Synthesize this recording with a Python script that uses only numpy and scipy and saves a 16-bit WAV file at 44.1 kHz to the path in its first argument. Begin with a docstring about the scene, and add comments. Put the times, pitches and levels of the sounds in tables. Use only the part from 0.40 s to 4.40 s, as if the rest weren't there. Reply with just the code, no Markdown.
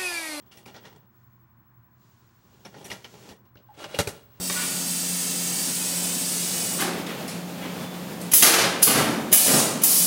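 """A quiet room: a video cassette recorder on the carpet ejects its tape.
Levers clack through the chassis, the reel winds in the slack, a geared motor lifts the cassette
and pushes it out. A hand slides it from the slot with scrapes, knocks and one squeak; the flap
slaps shut and bounces. Mains hum, bearing whirr and a picture tube's whistle run throughout."""
import sys
import numpy as np
from scipy import signal
from scipy.fft import rfft, irfft
from scipy.io import wavfile

SR = 44100
rng = np.random.default_rng(int(sys.argv[2]) if len(sys.argv) > 2 else 0)


def output_pcm(signal):
    """Save a mono or channel-first signal as 16-bit PCM at the path in sys.argv[1].

    Samples are clipped to [-1, 1] before scaling.
    """
    pcm = np.clip(np.atleast_2d(signal).T, -1, 1) * 32767
    wavfile.write(sys.argv[1], SR, np.round(pcm).astype(np.int16))


N = 176400
TIME_S = np.arange(N) / SR

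# Levels are relative; spectra give shape only.
# room and idling machine, noise spectrum: f/Hz, density/dB
AIR_SPECTRUM = [(44, -17.5), (122, -2), (147, -10), (247, -11), (281, -35), (328, -16.5), (415, -32.5),
                (978, -21), (2800, -43.5), (5880, -52), (12500, -56.5), (15000, -54)]
# picture tube whistle: t/s, level/dB
WHISTLE_ENVELOPE = [(0, -60), (1.6, -67.5), (2.9, -67.5), (3.6, -61), (4, -61)]
# bearing resonances: f/Hz, width/Hz, level/dB
WHIRR_MODES = [(233, 24, -74), (328, 75, -75.5), (1040, 225, -73.5), (1470, 760, -74.5)]
# gear noise under motor load: t/s, level/dB
GEAR_ENVELOPE = [(0, -65), (.22, -59.5), (.4, -57.5), (.52, -57.5), (.64, -69), (.72, -100), (1.95, -100),
                 (2.05, -65), (2.19, -64), (2.23, -58), (2.32, -56.5), (2.42, -44.5), (2.49, -53.5),
                 (2.6, -59), (2.72, -57), (2.91, -48), (2.96, -65), (3.02, -100)]
# gear noise spectrum: f/Hz, density/dB
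GEAR_SPECTRUM = [(76, -27), (130, 5), (193, -0.5), (312, -1.5), (637, -3.5), (1030, -8.5), (1620, -18),
                 (4000, -18), (9000, -21.5), (15000, -24)]
# gear train resonances: f/Hz, boost/dB
GEAR_MODES = [(3210, 7), (4570, -7), (6330, -10), (7690, -4)]
# edges of the body, middle, crack and treble bands: f/Hz
CHATTER_EDGES_HZ = [150, 700, 2000, 6000, 14500]
# lever and carriage blows:
# t/s, thump/dB, body/dB, middle/dB, crack/dB, treble/dB, chatter T60/s, part f/Hz, part level/dB
LEVER_CLACKS = [(0.113, -65, -69, -59, -52.5, -55.5, 0.25, 3000, -60),
                (0.170, -62, -55.5, -61, -52.5, -49.5, 0.16, 5500, -52),
                (0.256, -64, -50, -51.5, -53, -50.5, 0.17, 2300, -49),
                (0.273, -68, -51, -52.5, -51.5, -58, 0.21, 3000, -63),
                (0.339, -62, -50, -49.5, -50.5, -61, 0.24, 1370, -73),
                (0.36, -63.5, -51, -50, -49, -59, 0.13, 1850, -53),
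                (0.432, -75, -56.5, -54.5, -56.5, -66, 0.39, 3240, -70),
                (0.451, -68, -52.5, -52, -50, -57, 0.15, 3450, -67),
                (2.249, -75, -44.5, -46, -46, -50, 0.13, 5330, -45.5),
                (2.34, -73, -49, -49, -54, -76, 0.12, 1820, -58),
                (2.36, -63, -48, -62, -55, -60, 0.27, 2000, -56),
                (2.442, -58, -47.5, -50.5, -44, -39, 0.25, 5770, -42),
                (2.499, -55.5, -46.5, -42.5, -41, -41, 0.23, 2800, -44),
                (2.514, -58, -41.5, -40.5, -37.5, -41.5, 0.15, 2100, -33.5),
                (2.643, -58, -50.5, -48, -46.5, -52.5, 0.12, 3070, -44),
                (2.888, -66, -57, -56, -47.5, -50, 0.14, 4220, -61),
                (2.911, -55.5, -49, -55, -56, -56, 0.16, 3650, -68)]
# chassis and lid resonances: f/Hz, boost/dB
CHASSIS_MODES = [(190, 0.5), (395, 2), (520, -9.5), (820, 2.5), (935, -0.5), (1390, 2), (1880, 4),
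                 (2330, -0.5), (2830, 6), (3380, 2), (5700, -4)]
# tape rubbing over the guides: t/s, level/dB
REEL_ENVELOPE = [(.6, -100), (.76, -76), (1.15, -86), (1.53, -83), (1.64, -68.5), (1.98, -71),
                 (2.15, -66.5), (2.9, -54), (3.0, -100)]
# tape friction spectrum: f/Hz, density/dB
TAPE_SPECTRUM = [(300, 17.5), (700, 4.5), (2500, 4.5), (7200, 4), (9000, -5), (14000, -6)]
# shell friction in slot and hand: t/s, level/dB
SCRAPE_ENVELOPE = [(3.02, -100), (3.055, -65.5), (3.13, -83), (3.335, -66), (3.4, -41), (3.435, -39.5),
                   (3.485, -45.5), (3.56, -38), (3.64, -48), (3.73, -47), (3.8, -55), (3.88, -66),
                   (4, -59.5)]
# shell friction spectrum: f/Hz, density/dB
SCRAPE_SPECTRUM = [(59, -9), (100, -7.5), (285, -8.5), (582, -1.5), (1190, -8.5), (1430, -8.5),
                   (2420, -10.5), (3840, -12.5), (15000, -22.5)]
# cassette and flap blows: columns of LEVER_CLACKS, then hollow f/Hz, hollow level/dB
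SLOT_KNOCKS = [(3.154, -66, -60, -60, -66, -73, 0.052, 1390, -67.5, 390, -64),
               (3.168, -67, -59, -75, -64.5, -76, 0.19, 3030, -61, 225, -56),
               (3.441, -67, -55, -39, -42.5, -51, 0.051, 2950, -45.5, 613, -40),
               (3.542, -78, -46, -63, -46, -43, 0.23, 2560, -36.5, 517, -26.5),
               (3.587, -35.5, -29, -24, -27.5, -23, 0.097, 3900, -34, 567, -22),
               (3.598, -37.5, -34, -48, -28, -27.5, 0.11, 2200, -40, 401, -25.5),
               (3.671, -40.5, -40, -36, -35.5, -30.5, 0.14, 2480, -35, 451, -25.5)]
# cassette and flap resonances: f/Hz, boost/dB
CASSETTE_MODES = [(172, 4), (305, 3), (402, 5.5), (571, 0), (824, 3.5), (1380, 2), (2185, -2), (2840, 8.5),
                  (3340, 3.5), (3910, 2.5), (4300, -1), (8070, 1)]
# room decay: f/Hz, T60/s
ROOM_DECAY = [(100, 0.74), (1000, 0.39), (4000, 0.31), (12000, 0.4)]


def from_db(db):
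    """Decibels to gain."""
    return 10 ** (np.asarray(db) / 20)


def unit_rms(x):
    """Scale to unit power."""
    return x / np.sqrt(np.mean(x ** 2) + 1e-20)


def envelope(points):
    """Gain over time from t/s, level/dB points."""
    return from_db(np.interp(TIME_S, *np.transpose(points)))


def at_hz(points, hz):
    """Read a table on a log-frequency axis."""
    points_hz, values = np.transpose(points)
    return np.interp(np.log(hz), np.log(points_hz), values)


def band(x, low_hz, high_hz):
    """Causal band-pass."""
    return signal.sosfilt(signal.butter(3, [low_hz, high_hz], "band", fs=SR, output="sos"), x)


def colour(x, spectrum):
    """Apply a spectrum, rolled off below its first point; unit power."""
    hz = np.maximum(np.arange(N // 2 + 1) * SR / N, 1)
    low_cut = 1 / np.sqrt(1 + (spectrum[0][0] / hz) ** 8)
    return unit_rms(irfft(rfft(x) * from_db(at_hz(spectrum, hz)) * low_cut, N))


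def drift(rate_hz):
    """Random wander between unit-spread points."""
    return np.interp(TIME_S * rate_hz, np.arange(1000), rng.standard_normal(1000))


def grains(per_s, spread_db, size=N):
    """Tiny random contacts of uneven strength; unit power."""
    strength = from_db(spread_db * np.minimum(rng.exponential(1, size), 4)) * rng.choice([-1, 1], size)
    return unit_rms(strength * (rng.random(size) < per_s / SR))


def resonance(x, hz, width_hz):
    """Two-pole resonator, peak gain 1."""
    radius = np.exp(-np.pi * width_hz / SR)
    feedback = [1, -2 * radius * np.cos(2 * np.pi * hz / SR), radius ** 2]
    return signal.lfilter((1 - radius ** 2) / 2 * np.array([1, 0, -1]), feedback, x + 1e-18)


def ringing(x, modes, width_hz):
    """Direct sound plus a body's resonances."""
    return x + sum(from_db(db) * resonance(x, hz, width_hz) for hz, db in modes)


def damped_mode(t, hz, rise_s):
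    """A mode that swells and dies within a few cycles."""
    return (t / rise_s * np.exp(1 - t / rise_s)) ** 2 * np.sin(2 * np.pi * hz * t)


def room_air():
    """Soft rumble of room and idling machine."""
    return from_db(-61.5) * colour(rng.standard_normal(N), AIR_SPECTRUM)


def mains_hum(hz=120.4, rms_db=-63):
    """One low tone, wavering slightly in level."""
    return np.sqrt(2) * from_db(rms_db + 0.94 * drift(6)) * np.sin(2 * np.pi * hz * TIME_S)


def tube_whistle(hz=15735, tremolo_hz=11.7, wander_db=1.5):
    """A thin, high picture tube whistle, with a tremolo added to its level."""
    tremolo = (1 + 0.54 * np.cos(2 * np.pi * tremolo_hz * TIME_S)) * from_db(wander_db * drift(9))
    tone = np.sqrt(2) * np.sin(2 * np.pi * hz * TIME_S + 0.6 * drift(22))
    return envelope(WHISTLE_ENVELOPE) * tremolo * tone


def bearing_whirr():
    """Spinning bearings keep a few broad resonances ringing."""
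    whirr = 0
    for hz, width_hz, db in WHIRR_MODES:
        noise = resonance(rng.standard_normal(N), hz, width_hz)
        whirr += from_db(db) * unit_rms(resonance(noise, hz, width_hz))
    return whirr


def rattle(decay_s=0.0063):
    """Loose plastic catches in short random bursts; unit power."""
    catches = np.abs(grains(per_s=49, spread_db=3.6))
    bursts = signal.lfilter([1], [1, -np.exp(-1 / (decay_s * SR))], catches + 1e-18)
    return unit_rms(bursts * rng.standard_normal(N))


def gears(teeth_per_s=197, spread_db=6, rub_db=3.5):
    """Teeth tick and rub at the motor's wavering speed; the carriage rattles."""
    teeth = np.cumsum(teeth_per_s * (1 + 0.025 * drift(14))) / SR
    strength = from_db(spread_db * np.minimum(rng.standard_normal(N), 2))
    ticks = np.diff(np.floor(teeth), prepend=0) * strength
    mesh = unit_rms(unit_rms(ticks) + from_db(rub_db) * rng.standard_normal(N))
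    train = ringing(mesh + from_db(-0.5) * rattle(), GEAR_MODES, width_hz=103)
    return envelope(GEAR_ENVELOPE) * colour(train, GEAR_SPECTRUM)


def blow(start_s, thump_db, body_db, middle_db, crack_db, treble_db, t60_s, part_hz, part_db):
    """Loose parts chatter, the struck part rings briefly, the case bounces on the carpet."""
    t = TIME_S[:SR // 2]
    attack_s = 0.00089 * (t60_s / 0.08) ** 1.62  # longer chatter builds more slowly
    chatter = grains(per_s=3500, spread_db=-0.5, size=len(t))
    chatter *= from_db(-60 * t / t60_s) * (1 - np.exp(-t / attack_s))
    zones = zip(CHATTER_EDGES_HZ, CHATTER_EDGES_HZ[1:], (body_db, middle_db, crack_db, treble_db))
    voices = [(band(chatter, low_hz, high_hz), db) for low_hz, high_hz, db in zones]
    strike = chatter * from_db(-60 * t / 0.069)
    voices.append((resonance(strike, part_hz, width_hz=280), part_db))
    onset = slice(int(0.025 * SR))
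    clatter = sum(from_db(db) * voice / np.std(voice[onset]) for voice, db in voices)
    thump = from_db(thump_db + 13) * damped_mode(t, hz=96, rise_s=0.0074)
    out, start = np.zeros(N + SR), int(start_s * SR)
    out[start:start + len(t)] = clatter + thump
    return out[:N]


def mechanism():
    """Levers and gears sound through the chassis."""
    clacks = from_db(-2.5) * sum(blow(*row) for row in LEVER_CLACKS)
    return ringing(clacks + gears(), CHASSIS_MODES, width_hz=74)


def reel(whine_hz=7240, whine_db=-15.5):
    """Tape hisses over the guides; the reel motor whines."""
    whine = np.sin(2 * np.pi * np.cumsum(whine_hz * (1 + 0.001 * drift(69))) / SR)
    hiss = colour(rng.standard_normal(N), TAPE_SPECTRUM)
    return envelope(REEL_ENVELOPE) * (hiss + from_db(whine_db) * whine)


def shell_scrape():
    """The shell slides in many tiny slips and rattles against the guides."""
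    friction = grains(per_s=3000, spread_db=1) + from_db(-5) * rattle()
    return envelope(SCRAPE_ENVELOPE) * colour(friction, SCRAPE_SPECTRUM)


def cassette_and_flap():
    """Scrapes and knocks ring shell and flap; each knock also sounds the air in the slot."""
    knocks = 0
    for start_s, *contact, hollow_hz, hollow_db in SLOT_KNOCKS:
        hollow = damped_mode(np.maximum(TIME_S - start_s, 0), hollow_hz, rise_s=0.0044)
        knocks += blow(start_s, *contact) + from_db(hollow_db) * hollow
    return ringing(from_db(-1.5) * knocks + shell_scrape(), CASSETTE_MODES, width_hz=42)


def grip_squeak(start_s=3.287, length_s=0.054, start_hz=834, sag_hz_per_s=810):
    """The gripped cassette squeaks once, rough and falling in pitch."""
    t = np.clip(TIME_S - start_s, 0, length_s)
    hz = (start_hz - sag_hz_per_s * t) * (1 + 0.046 * drift(300))
    swell = np.sin(np.pi * np.sqrt(t / length_s))
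    return from_db(-46.5) * swell * np.sin(2 * np.pi * np.cumsum(hz) / SR)


def room_reverb(x, onset_s=0.012):
    """Diffuse small-room tail, longest in the bass."""
    t, edges_hz, tail = TIME_S[:SR], np.geomspace(45, 18000, 10), 0
    for low_hz, high_hz in zip(edges_hz, edges_hz[1:]):
        t60_s = at_hz(ROOM_DECAY, np.sqrt(low_hz * high_hz))
        tail += band(rng.standard_normal(SR), low_hz, high_hz) * from_db(-60 * t / t60_s)
    tail *= 1 - np.exp(-(t / onset_s) ** 2)
    return signal.fftconvolve(x, tail / np.sqrt(np.sum(tail ** 2)))[:N]


def scene(treble_cutoff_hz=10260):
    """Mono mix; a gentle low-pass softens the top treble of clacks, gears, scrapes and knocks."""
    treble_lowpass = signal.butter(2, treble_cutoff_hz, fs=SR, output="sos")
    parts = signal.sosfilt(treble_lowpass, mechanism() + cassette_and_flap())
    machine = from_db(-3) * parts + reel() + grip_squeak()
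    reverb = from_db(-17) * room_reverb(machine)
    background = bearing_whirr() + mains_hum() + tube_whistle() + room_air()
    return (machine + reverb + background)[None]


def record(dry):
    """Steep low-pass at 15.9 kHz."""
    return signal.sosfilt(signal.ellip(12, 0.1, 80, 15900, fs=SR, output="sos"), dry)


dry = scene()
out = record(dry)
output_pcm(out)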